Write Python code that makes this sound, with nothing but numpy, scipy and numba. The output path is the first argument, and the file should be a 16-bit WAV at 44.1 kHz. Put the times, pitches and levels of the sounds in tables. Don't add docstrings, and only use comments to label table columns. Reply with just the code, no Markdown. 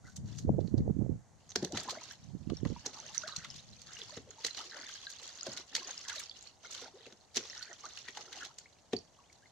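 import sys
import numpy as np
from scipy import signal
from scipy.fft import rfft, irfft, next_fast_len
from scipy.io import wavfile
from scipy.ndimage import uniform_filter1d
from numba import njit

SR = 44100
rng = np.random.default_rng(int(sys.argv[2]) if len(sys.argv) > 2 else 0)


def wav_out(sig):
    wavfile.write(sys.argv[1], SR, np.round(np.clip(np.atleast_2d(sig).T, -1, 1) * 32767).astype(np.int16))


N = 419391
TIME = np.arange(N) / SR

# t/s, relative level/dB, t60/s, centre f/Hz
SPLASHES = [(.165, -37.5, 0.032, 7000), (0.387, -39.5, 0.045, 5500), (.606, -57.5, 0.058, 3680),
            (0.78, -52.5, 0.054, 4400), (1.5585, -22, 0.014, 3800), (1.628, -41, .03, 5200),
            (1.648, -27, 0.012, 5000), (1.723, -34, 0.011, 5860), (1.7738, -29, 0.036, 3300),
            (1.835, -40.5, .022, 8030), (1.895, -35, 0.063, 3800), (1.907, -32.5, 0.053, 4700),
            (2.038, -42, 0.02, 5400), (2.122, -44, 0.021, 12000), (2.5, -39, 0.014, 3040),
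            (2.6518, -37, .013, 1780), (2.861, -36, 0.038, 4220), (3.146, -39.5, 0.14, 4430),
            (3.2784, -36.5, 0.031, 4600), (3.364, -30.5, 0.019, 5100), (3.4465, -37.5, 0.036, 2980),
            (3.563, -46.5, 0.041, 5670), (3.818, -44.5, 0.024, 5400), (3.9887, -43, 0.043, 3940),
            (4.173, -42, 0.023, 2920), (4.311, -46.5, .025, 3500), (4.448, -25.5, 0.029, 4420),
            (4.4659, -27.5, 0.037, 4360), (4.573, -43, 0.07, 4560), (4.613, -44, 0.032, 5200),
            (4.892, -41.5, 0.031, 2980), (5.101, -41, 0.064, 6100), (5.231, -43, 0.048, 5000),
            (5.4683, -36.5, 0.028, 4270), (5.5734, -34, 0.041, 4160), (5.752, -23.5, 0.029, 4400),
            (5.764, -28.5, .035, 4350), (5.8955, -42, 0.023, 2210), (5.907, -39, 0.031, 3500),
            (6.084, -32, 0.024, 5000), (6.097, -32.5, 0.037, 3540), (6.1589, -37, 0.061, 4300),
            (6.197, -34, 0.031, 9300), (6.203, -40, .03, 3200), (6.712, -42, 0.043, 5840),
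            (6.727, -41, .04, 5800), (6.748, -39, 0.041, 4700), (6.815, -47.5, 0.048, 4900),
            (7.065, -47.5, 0.033, 2800), (7.125, -49.5, .025, 3500), (7.361, -31.5, 0.074, 4670),
            (7.37, -28.5, 0.028, 4600), (7.375, -26.5, 0.029, 3130), (7.627, -40.5, 0.054, 3960),
            (7.9742, -41, 0.029, 3730), (8.0846, -38.5, 0.05, 2390), (8.173, -39.5, 0.042, 3000),
            (8.3284, -39.5, 0.056, 3180), (8.45, -37, 0.032, 3600), (8.586, -41.5, 0.026, 5200),
            (8.9331, -32.5, 0.03, 2820), (8.968, -47, .02, 4660), (9.328, -52, 0.03, 5740)]
BUILD_UP_SHARE = 0.25


def from_db(db):
    return 10 ** (np.asarray(db) / 20)


def rms_one(x):
    return x / np.sqrt(np.mean(x ** 2) + 1e-20)


def band(x, low_hz, high_hz, order=2):
    edges_hz = np.clip([low_hz, high_hz], 10, .45 * SR)
    sos = signal.butter(order, edges_hz, "band", fs=SR, output="sos")
    return signal.sosfilt(sos, x + 1e-18)


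def coloured(x, spectrum):
    size = next_fast_len(N + 4096)
    hz, db = np.transpose(spectrum)
    bin_hz = np.fft.rfftfreq(size, 1 / SR)
    gain = from_db(np.interp(np.log(bin_hz + 1), np.log(hz), db))
    return irfft(rfft(x, size) * gain, size)[..., :N]


def drift(rate_hz):
    points = rng.standard_normal(N // 40)
    return rms_one(np.interp(TIME * rate_hz, np.arange(N // 40), points))


def evened(x, span_s):
    power = uniform_filter1d(np.mean(x ** 2, axis=0), max(int(span_s * SR), 1))
    smooth = uniform_filter1d(power, max(int(span_s * SR / 2), 1))
    return x / np.sqrt(smooth + np.mean(power) / 20)


def add(out, s, sound):
    at = int(np.clip(s * SR, 0, N - 1))
    out[..., at:at + sound.shape[-1]] += sound[..., :N - at]


def swell(s, length_s, rise_db_per_s, fall_db_per_s):
    rise_db = rise_db_per_s * np.maximum(s - TIME, 0)
    fall_db = fall_db_per_s * np.maximum(TIME - s - length_s, 0)
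    return np.exp(-np.log(10) / 10 * np.minimum(rise_db + fall_db, 200))


def nearby_echoes(sound, echo_db=-7.5, latest_s=0.0055, count=4):
    out = sound * np.ones((2, 1))
    for port in range(2):
        slots = (np.arange(count) + rng.random(count)) / count
        lags = 1 + (latest_s * SR * slots).astype(int)
        path = np.zeros(lags[-1] + 1)
        path[lags] = from_db(echo_db) * rng.choice([-1, 1], count)
        path[0] = 1
        out[port] = np.convolve(out[port], path)[:out.shape[1]] / np.linalg.norm(path)
    return out


@njit
def bubble_rings(s, hz, gain, t60, rise, phases):
    out = np.zeros((2, N))
    for k in range(len(s)):
        at = int(s[k] * SR)
        for i in range(max(0, -at), min(int(t60[k] * SR), N - at)):
            t = i / SR
            age = t / t60[k]
            height = np.exp(-6.9 * age) * min(1., t * hz[k] / 2)
            phase = 2 * np.pi * hz[k] * t * (1 + rise[k] * (age - .25) / 2)
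            for port in range(2):
                out[port, at + i] += height * gain[port, k] * np.sin(phase + phases[port, k])
    return out


def bubbles(s, hz, db, t60, rise, place, phase_spread=1.0, pan_db=6.0):
    full_spread_hz = 3250
    apart = np.array([[1], [-1]]) * place * np.minimum(hz / full_spread_hz, 2)
    gain = from_db(db + pan_db * apart)
    return bubble_rings(s.copy(), hz.copy(), gain, t60.copy(), rise.copy(), phase_spread * apart)


def air(apart):
    # f/Hz, relative density/dB
    hush_spectrum = [(20, -12), (80, 11.5), (150, 4.5), (350, -2.5), (750, 1), (1300, -10), (2500, -14),
                     (4000, -17.5), (6500, -11.5), (9000, -10.5), (15000, -24.5)]
    level_db = -67
    mid, side = rms_one(coloured(rng.standard_normal((2, N)), hush_spectrum))
    return from_db(level_db) * (mid + apart * side * [[1], [-1]])


def wind(gain_db, lump_db, eddy_db, eddy_growth):
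    # end t/s, relative left level/dB, right level/dB
    light_air = (4.3, -64.5, -67)
    # t/s, length/s, relative left level/dB, right level/dB
    gust_rows = [(0.057, .01, -55, -47.5), (0.174, 0.065, -48, -46.5), (0.237, 0.048, -40.5, -44),
                 (0.32, 0.049, -44, -70), (0.414, .02, -39.5, -51), (0.44, 0.01, -44, -37),
                 (0.489, .05, -34, -26.5), (0.576, 0.034, -51, -27.5), (0.65, 0.015, -62, -33.5),
                 (0.743, 0.042, -41, -25), (0.799, 0.012, -32.5, -32.5), (0.846, 0.061, -41, -31.5),
                 (0.92, .012, -50, -37), (0.969, 0.08, -51, -29), (1.095, 0.0095, -54, -29),
                 (1.12, 0.008, -43.5, -31.5), (2.25, .07, -75, -47), (2.334, 0.019, -72, -39),
                 (2.404, 0.031, -71, -48), (2.498, 0.038, -54, -35), (2.635, 0.096, -59, -35),
                 (3.386, 0.017, -55, -64), (3.492, 0.014, -57.5, -70), (3.553, 0.025, -55.5, -69),
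                 (3.7, 0.027, -57, -60)]
    # f/Hz, relative density/dB
    rumble_spectrum = [(20, -13), (45, -11), (80, 0.5), (130, 2.5), (210, -4.5), (330, -21), (500, -37),
                       (900, -47), (2000, -87)]
    rise_db_per_s, fall_db_per_s = 376, 288

    end_s, *light_air_db = light_air
    power = np.outer(from_db(light_air_db) ** 2, swell(0, end_s, rise_db_per_s, fall_db_per_s))
    for s, length_s, *db in gust_rows:
        power += np.outer(from_db(db) ** 2, swell(s, length_s, rise_db_per_s, fall_db_per_s))
    port_db = 10 * np.log10(power)
    lumps_db = lump_db * np.array([drift(60), drift(60)])
    rumble = evened(coloured(rng.standard_normal((2, N)), rumble_spectrum), span_s=0.061)
    eddies = rms_one(band(rng.standard_normal((2, N)), 212, 507, order=3))
    eddy_gain = from_db(eddy_db + eddy_growth * (port_db - port_db.max()) + lumps_db)
    return from_db(port_db + gain_db + lumps_db) * (rumble + eddies * eddy_gain)


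def bloops(gain_db, fade_db):
    # t/s, length/s, relative peak/dB, starting f/Hz, final f/Hz
    bloop_rows = [(0.041, 0.019, -55, 1380, 2000), (0.051, 0.02, -55.5, 1980, 2130),
                  (3.094, 0.032, -49, 840, 940), (3.236, 0.037, -39.5, 606, 770),
                  (5.197, 0.026, -56, 860, 1100), (5.424, 0.017, -46, 1344, 1580),
                  (6.938, 0.0446, -44.5, 380, 670), (7.838, 0.031, -37.5, 1160, 1720),
                  (9.423, 0.023, -57, 1610, 2000)]
    out = np.zeros(N)
    for s, length_s, db, start_hz, end_hz in bloop_rows:
        age = np.linspace(0, 1, int(length_s * SR))
        turns = np.cumsum(start_hz + (end_hz - start_hz) * age ** 3) / SR
        edges = np.minimum(turns / 2, 1) * np.minimum(10 * (1 - age), 1)
        add(out, s, from_db(db + gain_db - fade_db * age) * edges * np.sin(2 * np.pi * turns))
    return out


def gurgles(gain_db, per_s, scatter_octaves, cycles, spread_db, rise):
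    # t/s, length/s, relative level/dB, f/Hz, end f over start f
    gurgle_rows = [(.055, .035, -61.5, 1690, 0.92), (1.698, 0.063, -49.5, 557, 1.7),
                   (1.874, 0.028, -47, 854, 1.46), (1.943, 0.036, -55, 594, 1.4),
                   (2.942, 0.055, -56.5, 1085, 0.81), (3.018, 0.048, -60, 563, 1.16),
                   (3.14, 0.034, -53.5, 1380, 1.24), (3.251, 0.11, -55.5, 1600, 0.81),
                   (3.373, 0.064, -57.5, 1660, 0.97), (3.881, .13, -60, 1500, 1.6),
                   (3.986, 0.036, -58, 420, 1.05), (4.265, 0.041, -57.5, 540, 0.8),
                   (4.582, 0.04, -52.5, 843, 1.6), (4.644, 0.049, -61, 373, 1.13),
                   (4.715, 0.16, -53.5, 1560, 1.28), (4.757, 0.03, -55.5, 527, 1.9),
                   (5.748, 0.022, -51, 1800, 1.34), (5.869, 0.027, -53.5, 697, 1.6),
                   (6.046, 0.1, -54.5, 1730, 0.93), (6.063, 0.074, -57, 1010, 1.1),
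                   (6.157, .02, -54, 550, 1.2), (6.979, .08, -59.5, 3900, 0.93),
                   (7.366, 0.016, -51, 1750, 1), (7.384, .025, -53, 403, 1.2),
                   (7.549, 0.19, -58.5, 1660, 1), (7.696, 0.031, -56.5, 590, 1.33),
                   (7.838, 0.028, -56, 780, 0.92), (8.044, 0.033, -62, 1500, 1.3),
                   (8.179, 0.028, -58.5, 760, 1.1), (8.405, 0.028, -47.5, 1746, 0.79),
                   (8.452, .06, -63, 726, 1.55)]
    out = np.zeros((2, N))
    for s, length_s, db, start_hz, glide in gurgle_rows:
        count = max(round(per_s * length_s), 1)
        jitter, pitch, size, climb, place = rng.random((count, 5)).T
        along = (np.arange(count) + jitter) / count
        hz = start_hz * glide ** along * 2 ** (scatter_octaves * (2 * pitch - 1))
        run = bubbles(along * length_s, hz, spread_db * size, cycles / hz, rise * climb, 2 * place - 1)
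        run = run[:, :SR // 2]
        run_rms = np.sqrt(np.sum(run ** 2) / (2 * length_s * SR))
        add(out, s, from_db(db + gain_db) * run / run_rms)
    return out


def needles(per_s, low_hz, high_hz, spread_db, fade_db_per_s):
    # t/s, length/s, level/dB
    tread_rows = [(0.062, 0.058, -63.5), (0.268, 0.034, -64.5), (0.355, .065, -60.5), (.65, 0.049, -70)]
    power = np.zeros(N)
    for s, length_s, db in tread_rows:
        power += from_db(db) ** 2 * swell(s, length_s, fade_db_per_s, fade_db_per_s)
    breaks = rng.random(N) < per_s / SR
    clicks = breaks * from_db(spread_db * rng.random(N)) * rng.choice([-1, 1], N)
    clicks = nearby_echoes(band(clicks, low_hz, high_hz, order=1))
    return np.sqrt(power) * evened(clicks, span_s=0.03)


def plinks(gain_db, ring_scale, apart):
    # t/s, f/Hz, relative peak/dB, t60/s before ring_scale, pitch rise as a share
    plink_rows = [(.083, 1500, -56, 0.059, .02), (1.886, 1040, -31, 0.015, .02),
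                  (1.951, 1455, -46.5, 0.025, .02), (1.9854, 2170, -45, .016, .02),
                  (2.1085, 1680, -47.5, 0.033, 0.61), (2.5696, 5570, -38, 0.012, .05),
                  (2.762, 953, -41.5, 0.033, .02), (2.973, 1080, -47, 0.018, .02),
                  (3.001, 6150, -38.5, 0.0094, .05), (3.088, 2830, -43, .02, .1),
                  (3.1796, 5940, -23, 0.0056, .05), (3.2348, 1480, -38.5, 0.041, 0.63),
                  (3.278, 4170, -37.5, 0.011, .1), (3.287, 1226, -42.5, 0.035, 0.24),
                  (3.324, 3900, -41.5, .023, .02), (3.3627, 4330, -32, 0.011, 0.2),
                  (3.4464, 2000, -45, 0.02, .02), (3.5025, 5300, -34, 0.01, 0.056),
                  (3.968, 2850, -40, .023, 0.083), (4.017, 3420, -29.5, 0.008, .05),
                  (4.0943, 995, -48, .027, .02), (4.1255, 600, -48, 0.051, .02),
                  (4.3066, 6760, -43, 0.011, .02), (4.3817, 900, -53.5, 0.09, .02),
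                  (4.509, 4091, -35.5, .015, .02), (4.5831, 3600, -35.5, 0.01, .6),
                  (4.607, 1260, -41, 0.021, .02), (4.712, 4040, -42, .009, .05),
                  (4.813, 4550, -40, .014, .02), (4.833, 1540, -46, 0.022, .05),
                  (4.862, 3560, -45, 0.034, .02), (4.896, 1560, -47.5, 0.027, .02),
                  (4.953, 1640, -52.5, .04, .1), (5.135, 6470, -43.5, 0.009, 0.09),
                  (5.154, 3240, -46, .014, .05), (5.186, 4700, -46, 0.011, .05),
                  (5.068, 4050, -32.5, 0.013, .28), (5.0695, 1610, -44.5, 0.054, .02),
                  (5.41, 4930, -34.5, 0.016, .05), (5.4315, 6800, -32, 0.0068, .05),
                  (5.5693, 1458, -52, 0.094, .02), (5.5802, 3900, -39, 0.015, .07),
                  (5.82, 1060, -50, 0.069, .02), (5.8464, 4840, -38, 0.015, .02),
                  (5.894, 1545, -42, 0.021, 0.024), (5.91, 6470, -36, 0.014, .06),
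                  (5.978, 5260, -29.5, 0.0062, .05), (6.095, 1650, -42.5, 0.054, .12),
                  (6.118, 1460, -43, 0.033, .05), (6.137, 1196, -46, .035, .02),
                  (6.159, 4290, -41, 0.017, .05), (6.182, 3850, -35.5, 0.018, .02),
                  (6.1992, 2240, -45.5, 0.02, .02), (6.2961, 4600, -34.5, 0.011, .02),
                  (6.313, 3460, -38, .014, .2), (6.647, 1415, -47, .034, .02),
                  (6.6535, 2140, -49, 0.052, .02), (6.746, 3200, -44, 0.026, 0.26),
                  (7.0566, 2690, -47.5, 0.032, .02), (7.4987, 5400, -35, 0.0093, .05),
                  (7.531, 1860, -41, 0.012, .02), (7.609, 1490, -49, 0.063, .12),
                  (7.6257, 4370, -43, 0.034, .05), (7.672, 1610, -56, 0.084, 0.098),
                  (7.713, 1840, -46, 0.023, .02), (7.9753, 2830, -33.5, 0.0081, .1),
                  (8.084, 1910, -42, 0.026, .02), (8.1726, 830, -33.5, 0.017, 0.018),
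                  (8.371, 754, -44.5, 0.024, .14), (8.4228, 1440, -42, 0.028, .02),
                  (8.658, 2310, -51, 0.036, 1), (8.9655, 4600, -36.5, 0.021, .05),
                  (8.989, 5446, -39, 0.0068, .05), (9.188, 1117, -58, 0.06, .02),
                  (9.205, 960, -63, 0.075, .02), (9.299, 2250, -55, .025, .02),
                  (9.457, 2100, -57, 0.032, .1)]
    s, hz, db, t60, rise = np.transpose(plink_rows)
    place = apart * rng.uniform(-1.2, 1, len(s))
    return bubbles(s, hz, db + gain_db, ring_scale * t60, rise, place)


def slaps(gain_db, width, apart, lead_db, tail_db, tail_s, grain_db):
    out = np.zeros((2, N))
    t = TIME[:SR // 6] - 1 / 25
    for s, db, t60, hz in SPLASHES:
        mid, side, grain = rng.standard_normal((3, len(t)))
        side = band(side, 2300, 15000)
        noise = mid + apart * side * [[1], [-1]]
        burst = rms_one(band(noise, hz / (1 + width), hz * (1 + width), order=1))
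        grain = from_db(grain_db * rms_one(uniform_filter1d(grain, size=90)))
        before = from_db(lead_db - 20 * abs(t) / (BUILD_UP_SHARE * t60)) * grain
        after = from_db(-60 * abs(t) / t60) + from_db(tail_db - 60 * abs(t) / tail_s) * grain
        add(out, s + t[0], from_db(db + gain_db) * burst * np.where(t < 0, before, after))
    return out


def trapped_air(gain_db, cycles, rise, octaves, count):
    s, db, t60, hz = np.repeat(np.array(SPLASHES), count, axis=0).T
    when, pitch, size, place = rng.uniform(-1, 1, (len(s), 4)).T
    hz = np.minimum(hz * 2 ** (octaves * (pitch - .3)), 8000)
    s = s + np.where(when < 0, BUILD_UP_SHARE, 1) * t60 / 2 * when
    return bubbles(s, hz, db + gain_db + 5 * size, cycles / hz, rise * (1 + size), place)


def water_levels():
    # t/s, length/s, level/dB, spray over slosh/dB
    wave_rows = [(0.285, 0.042, -64.5, 4), (1.626, 0.022, -52.5, -10), (1.75, 0.048, -47, 4),
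                 (1.853, 0.12, -52.5, -10), (2.011, .11, -59, 6.5), (2.208, 0.038, -79.5, 27),
                 (2.54, 0.061, -68, 9), (2.854, 0.03, -53.5, -6), (2.932, 0.18, -59, 6.5),
                 (3.194, 0.04, -58.5, 12), (3.275, 0.023, -56, 8), (3.558, 0.032, -70.5, 31),
                 (3.652, 0.18, -74.5, 20.5), (4.122, 0.05, -58.5, 9.5), (4.29, 0.11, -68, 1),
                 (4.4, 0.064, -69, 8), (4.576, 0.033, -52.5, 9.5), (4.739, 0.086, -55.5, 0),
                 (5.23, 0.011, -68, -18), (5.459, 0.14, -54.5, 1), (5.682, 0.084, -74, 33),
                 (5.731, 0.089, -56, -3.5), (5.873, 0.012, -51.5, 3), (6.122, 0.062, -60, 11),
                 (6.347, 0.13, -68, 18), (6.64, 0.023, -58.5, 5), (6.817, 0.049, -55.5, -7),
                 (6.961, 0.15, -65, -4), (7.37, 0.036, -52.5, -5), (7.437, 0.15, -59.5, 12.5),
                 (7.699, 0.01, -61, -8), (7.84, 0.031, -56, 6), (7.895, 0.11, -66, 21),
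                 (8.164, 0.06, -56.5, 1.5), (8.261, 0.093, -59.5, 0.5), (8.358, 0.094, -55.5, 5.5),
                 (8.598, 0.017, -70, 12)]
    # slosh/dB, bubbling/dB, spray/dB
    lapping_db = (-75.5, -90, -74)
    # dip t/s, dip length/s, dip level/dB, head-up t/s, run-off length/s, run-off level/dB
    duck_rows = [(2.662, 0.15, -60.5, 3.32, 0.21, -58.5), (3.867, 0.22, -56, 4.4, 0.752, -56.5),
                 (5.198, 0.33, -55.5, 5.76, 0.505, -54), (6.704, 0.12, -51, 7.4, 0.75, -61.5)]
    # slosh/dB, bubbling/dB, spray/dB
    dip_mix_db = (-13, -5.5, 0)
    # slosh/dB, bubbling/dB, spray/dB
    runoff_mix_db = (-9.5, -6.5, 0.56)
    # slosh/(dB/s), bubbling/(dB/s), spray/(dB/s); negative grows
    sag_db_per_s = (15, 0, -1)
    step_in_s = 1.4
    water_rise_db_per_s, water_fall_db_per_s, runoff_rise_db_per_s = 794, 311, 1200

    def stir(s, length_s, db, rise_db_per_s=water_rise_db_per_s):
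        return np.outer(from_db(db) ** 2, swell(s, length_s, rise_db_per_s, water_fall_db_per_s))

    power = stir(step_in_s, N / SR, lapping_db)
    for dip_s, dip_length_s, dip_db, up_s, runoff_s, runoff_db in duck_rows:
        draining = from_db(-np.outer(sag_db_per_s, np.maximum(TIME - up_s, 0))) ** 2
        power += stir(dip_s, dip_length_s, dip_db + np.array(dip_mix_db))
        power += draining * stir(up_s, runoff_s, runoff_db + np.array(runoff_mix_db), runoff_rise_db_per_s)
    for s, length_s, db, bright_db in wave_rows:
        power += stir(s, length_s, db + bright_db / 2 * np.array([-1, 0, 1]))
    return 10 * np.log10(power)


def bubble_cloud(per_s, low_hz, high_hz, cycles, spread_db, rise, even_s):
    when, pitch, size, life, climb, place = rng.random((int(per_s * N / SR), 6)).T
    hz = low_hz * (high_hz / low_hz) ** pitch
    db = spread_db * np.minimum(-np.log(1 - size), 4)
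    t60 = cycles * (.5 + life) / hz
    cloud = bubbles(when * N / SR, hz, db, t60, 2 * rise * climb, 2 * place - 1)
    return evened(cloud, even_s)


def spray(per_s, spread_db, apart, scatter_t60):
    # f/Hz, relative density/dB
    spray_spectrum = [(1500, -6.5), (2600, 1), (3800, -0.5), (5200, 3.5), (6500, -1.5), (9000, -6.5),
                      (15000, -15)]
    sizes = from_db(spread_db * np.minimum(rng.exponential(1, (2, N)), 4))
    ticks = sizes ** 2 * (rng.random((2, N)) < per_s / SR)
    decay = from_db(-120 / (scatter_t60 * SR))
    power = signal.lfilter([1], [1, -decay], ticks + 1e-9)
    mid, side = np.sqrt(power) * rng.standard_normal((2, N))
    return evened(coloured(mid + apart * side * [[1], [-1]], spray_spectrum), span_s=0.02)


def stirred_water(slosh_db, bubbling_db, spray_db):
    slosh = bubble_cloud(per_s=420, low_hz=222, high_hz=1004, cycles=20, spread_db=4.0, rise=0.24, even_s=0.057)
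    slosh = band(slosh, 450, 1800, order=1)
    bubbling = bubble_cloud(per_s=760, low_hz=1050, high_hz=2404, cycles=40,
                            spread_db=6.0, rise=0.084, even_s=0.062)
    fizz = bubble_cloud(per_s=1200, low_hz=2678, high_hz=7266, cycles=63, spread_db=5.0, rise=0.22, even_s=0.026)
    churn = rms_one(band(rng.standard_normal(N), 740, 2800)) * from_db(1.8 * drift(140))
    droplets = spray(per_s=380, spread_db=2.5, apart=0.83, scatter_t60=0.024)
    low = from_db(slosh_db) * slosh
    low = low + from_db(bubbling_db - 7.5) * bubbling + from_db(bubbling_db - 12) * churn
    spurts_db = spray_db + 2.56 * drift(90)
    return low + from_db(spurts_db) * fizz + from_db(spurts_db - 2.3) * droplets


def stray_drips(water_db, per_s, low_hz, high_hz, base_db, follows, spread_db, cycles, rise):
    when, pitch, size, life, climb, place = rng.random((int(per_s * N / SR), 6)).T
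    hz = low_hz * (high_hz / low_hz) ** pitch
    db = base_db + follows * water_db[(when * N).astype(int)] + spread_db * (size - .5)
    t60 = cycles * (.5 + life) / hz
    return bubbles(when * N / SR, hz, db, t60, rise * climb ** 2, place - .5)


def buffets(gain_db):
    # t/s, relative left peak/dB, right peak/dB, f/Hz
    buffet_rows = [(.451, -40, -17, 186), (0.4934, -11.5, -41, 442), (.503, -9, -19, 173),
                   (0.585, -50, -16.5, 330), (0.591, -41, -13.5, 390), (.683, -55, -27.5, 268),
                   (.743, -44, -7.5, 217), (0.806, -28, -15, 190), (0.879, -50, -18, 390),
                   (0.908, -37, -13.5, 153), (.968, -48, -16.5, 197), (.992, -44, -13.5, 193),
                   (1.023, -42, -14, 225), (1.064, -55, -25.5, 380), (1.096, -50, -13, 212),
                   (2.352, -62, -24.5, 210), (2.475, -55, -19.5, 180), (2.522, -49, -16, 254),
                   (2.534, -50, -19.5, 271), (2.633, -46, -17.5, 247), (2.663, -50, -14.5, 182),
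                   (2.703, -52, -26, 289), (2.727, -58, -24.5, 239)]
    out = np.zeros((2, N))
    t = TIME[:SR // 20] - 1 / 40
    for s, left_db, right_db, hz in buffet_rows:
        u = (np.pi * hz * t) ** 2
        add(out, s + t[0], np.outer(from_db([left_db, right_db]), (1 - 2 * u) * np.exp(-u)))
    return from_db(gain_db) * band(out, 75, 3000, order=1)


def snaps(gain_db, t60):
    # t/s, relative peak/dB, f/Hz
    snap_rows = [(.676, -45, 4300), (0.779, -45, 4740), (1.493, -41.5, 6200), (1.503, -37, 6200),
                 (1.507, -37, 5900), (1.518, -40, 6160), (1.519, -38, 3900), (1.5596, -15, 5300),
                 (1.648, -32, 5950), (2.863, -20.5, 5920), (4.4484, -27, 3900), (4.548, -31, 4430),
                 (5.123, -41, 4600), (5.375, -39, 6400), (5.7545, -26, 4800), (6.426, -36, 7400),
                 (7.3702, -17.5, 5760), (7.73, -37, 6000), (8.5849, -37.5, 4660), (8.586, -35, 7200),
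                 (8.599, -45, 6900)]
    out, t = np.zeros((2, N)), TIME[:SR // 50]
    for s, db, hz in snap_rows:
        crack = from_db(db + gain_db - 60 * t / t60) * np.sin(2 * np.pi * hz * t)
        add(out, s, nearby_echoes(crack))
    return out


def tub_knocks(gain_db, vary_db, stretch, stretch_s, swell_cycles):
    # t/s, relative peak/dB, contact cut-off f/Hz, wall pitch ratio at that spot
    knock_rows = [(1.5591, -24.5, 1800, 0.98), (1.6256, -19.5, 590, 0.81), (1.648, -26.5, 700, 0.98),
                  (1.732, -25.5, 800, 0.76), (1.745, -25, 600, 0.47), (1.771, -39, 900, 1.6),
                  (2.5, -37.5, 1510, 1.62), (2.652, -30.5, 1500, 1.26), (2.86, -32.5, 890, 1.06),
                  (4.17, -32.5, 900, 1.08), (4.446, -33.5, 1200, 1.1), (5.466, -29, 1700, 1.46),
                  (5.485, -34, 400, 0.51), (7.067, -40, 800, 1.06), (7.125, -46.5, 900, 0.87),
                  (7.368, -26, 800, 0.95), (8.087, -44.5, 700, 1.04), (8.933, -17, 1090, 1)]
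    # f/Hz before the pitch ratio, relative level/dB, t60/s
    tub_modes = [(85, -38.5, 0.34), (121, -19.5, 0.14), (195.6, -24.5, 0.19), (241, -7.5, 0.086),
                 (263.5, -11, 0.091), (370.4, -7, 0.086), (417, -2, 0.057), (545, -15.5, 0.051),
                 (702, -14, 0.063), (1135, -22, 0.037), (1500, -18, 0.0091)]
    out, t = np.zeros(N), TIME[:SR // 2]
    hz, mode_db, t60 = np.transpose(tub_modes)[:, :, None]
    clock = t + stretch * stretch_s * (1 - np.exp(-t / stretch_s))
    shape = from_db(-60 * t / t60) * (1 - np.exp(-hz * t / swell_cycles))
    for s, db, contact_hz, ratio in knock_rows:
        gain = from_db(db + gain_db + mode_db + vary_db * rng.standard_normal(hz.shape))
        gain = gain / np.hypot(1, (ratio * hz / contact_hz) ** 2)
        add(out, s, np.sum(gain * shape * np.sin(2 * np.pi * ratio * hz * clock), axis=0))
    return band(out, 86, 4000, order=1)


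def thuds(low_hz, high_hz, attack_s, t60):
    # t/s, level/dB
    thud_rows = [(1.559, -41.5), (1.628, -42), (1.756, -42), (4.171, -49.5), (5.477, -50), (8.935, -45)]
    out, t = np.zeros(N), TIME[:SR // 2]
    for s, db in thud_rows:
        noise = rms_one(band(rng.standard_normal(len(t)), low_hz, high_hz))
        add(out, s, from_db(db - 60 * t / t60) * (1 - np.exp(-t / attack_s)) * noise)
    return out


def clearing(x, trees_db, trees_t60):
    t = TIME[:SR // 2]
    echo = band(rng.standard_normal((2, len(t))), 480, 11000, order=1)
    echo = echo * from_db(-60 * t / trees_t60) * (t > .004)
    echo = rms_one(echo) / np.sqrt(len(t))
    return x + from_db(trees_db) * signal.fftconvolve(x, echo, axes=1)[:, :N]


def scene():
    slosh_db, bubbling_db, spray_db = water_levels()
    bath = stirred_water(slosh_db, bubbling_db, spray_db)
    bath = bath + stray_drips(spray_db, per_s=99, low_hz=2310, high_hz=6180, base_db=-16.0,
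                              follows=0.66, spread_db=11.5, cycles=46, rise=0.23)
    bath = bath + tub_knocks(gain_db=-2.0, vary_db=1.5, stretch=0.069, stretch_s=0.0095, swell_cycles=0.82)
    bath = bath + snaps(gain_db=3.5, t60=0.0038)
    bath = bath + thuds(low_hz=69.4, high_hz=242, attack_s=0.00075, t60=0.29)
    bath = bath + plinks(gain_db=3.0, ring_scale=1.2, apart=0.68)
    bath = bath + gurgles(gain_db=-2.5, per_s=190, scatter_octaves=0.28, cycles=28.5, spread_db=9.5, rise=0.16)
    bath = bath + bloops(gain_db=-6.5, fade_db=5)
    bath = bath + slaps(gain_db=-1.0, width=0.33, apart=0.73, lead_db=-8.0,
                        tail_db=-29.0, tail_s=0.014, grain_db=3.5)
    bath = bath + trapped_air(gain_db=-9.0, cycles=30.0, rise=0.56, octaves=1.12, count=5)
    bath = bath + needles(per_s=530, low_hz=4000, high_hz=7700, spread_db=17, fade_db_per_s=450)
    bath = clearing(bath, trees_db=-14, trees_t60=0.21)
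    gusts = wind(gain_db=1.96, lump_db=3.0, eddy_db=-14.5, eddy_growth=0.71)
    return bath + gusts + buffets(gain_db=-1.1) + air(apart=0.6)


def record(dry):
    # f/Hz, left gain/dB, right gain/dB
    port_colour = [(20, -4, -6), (1985, 2.5, 2), (2480, -1.5, -6.5), (3480, 0, -1.5), (4360, -3, 5.5),
                   (5130, -0.5, -2), (6340, 0, 7), (7560, 0.5, -4), (8670, -8.5, -15.5),
                   (10900, -9.5, -11.5), (12700, -12, -20), (15500, -13, -15.5)]
    cutoff_hz = 15600
    curves = np.array(port_colour)
    heard = np.array([coloured(dry[k], curves[:, [0, k + 1]]) for k in range(2)])
    return signal.sosfilt(signal.ellip(10, .1, 80, cutoff_hz, fs=SR, output="sos"), heard)


dry = scene()
out = record(dry)
wav_out(out)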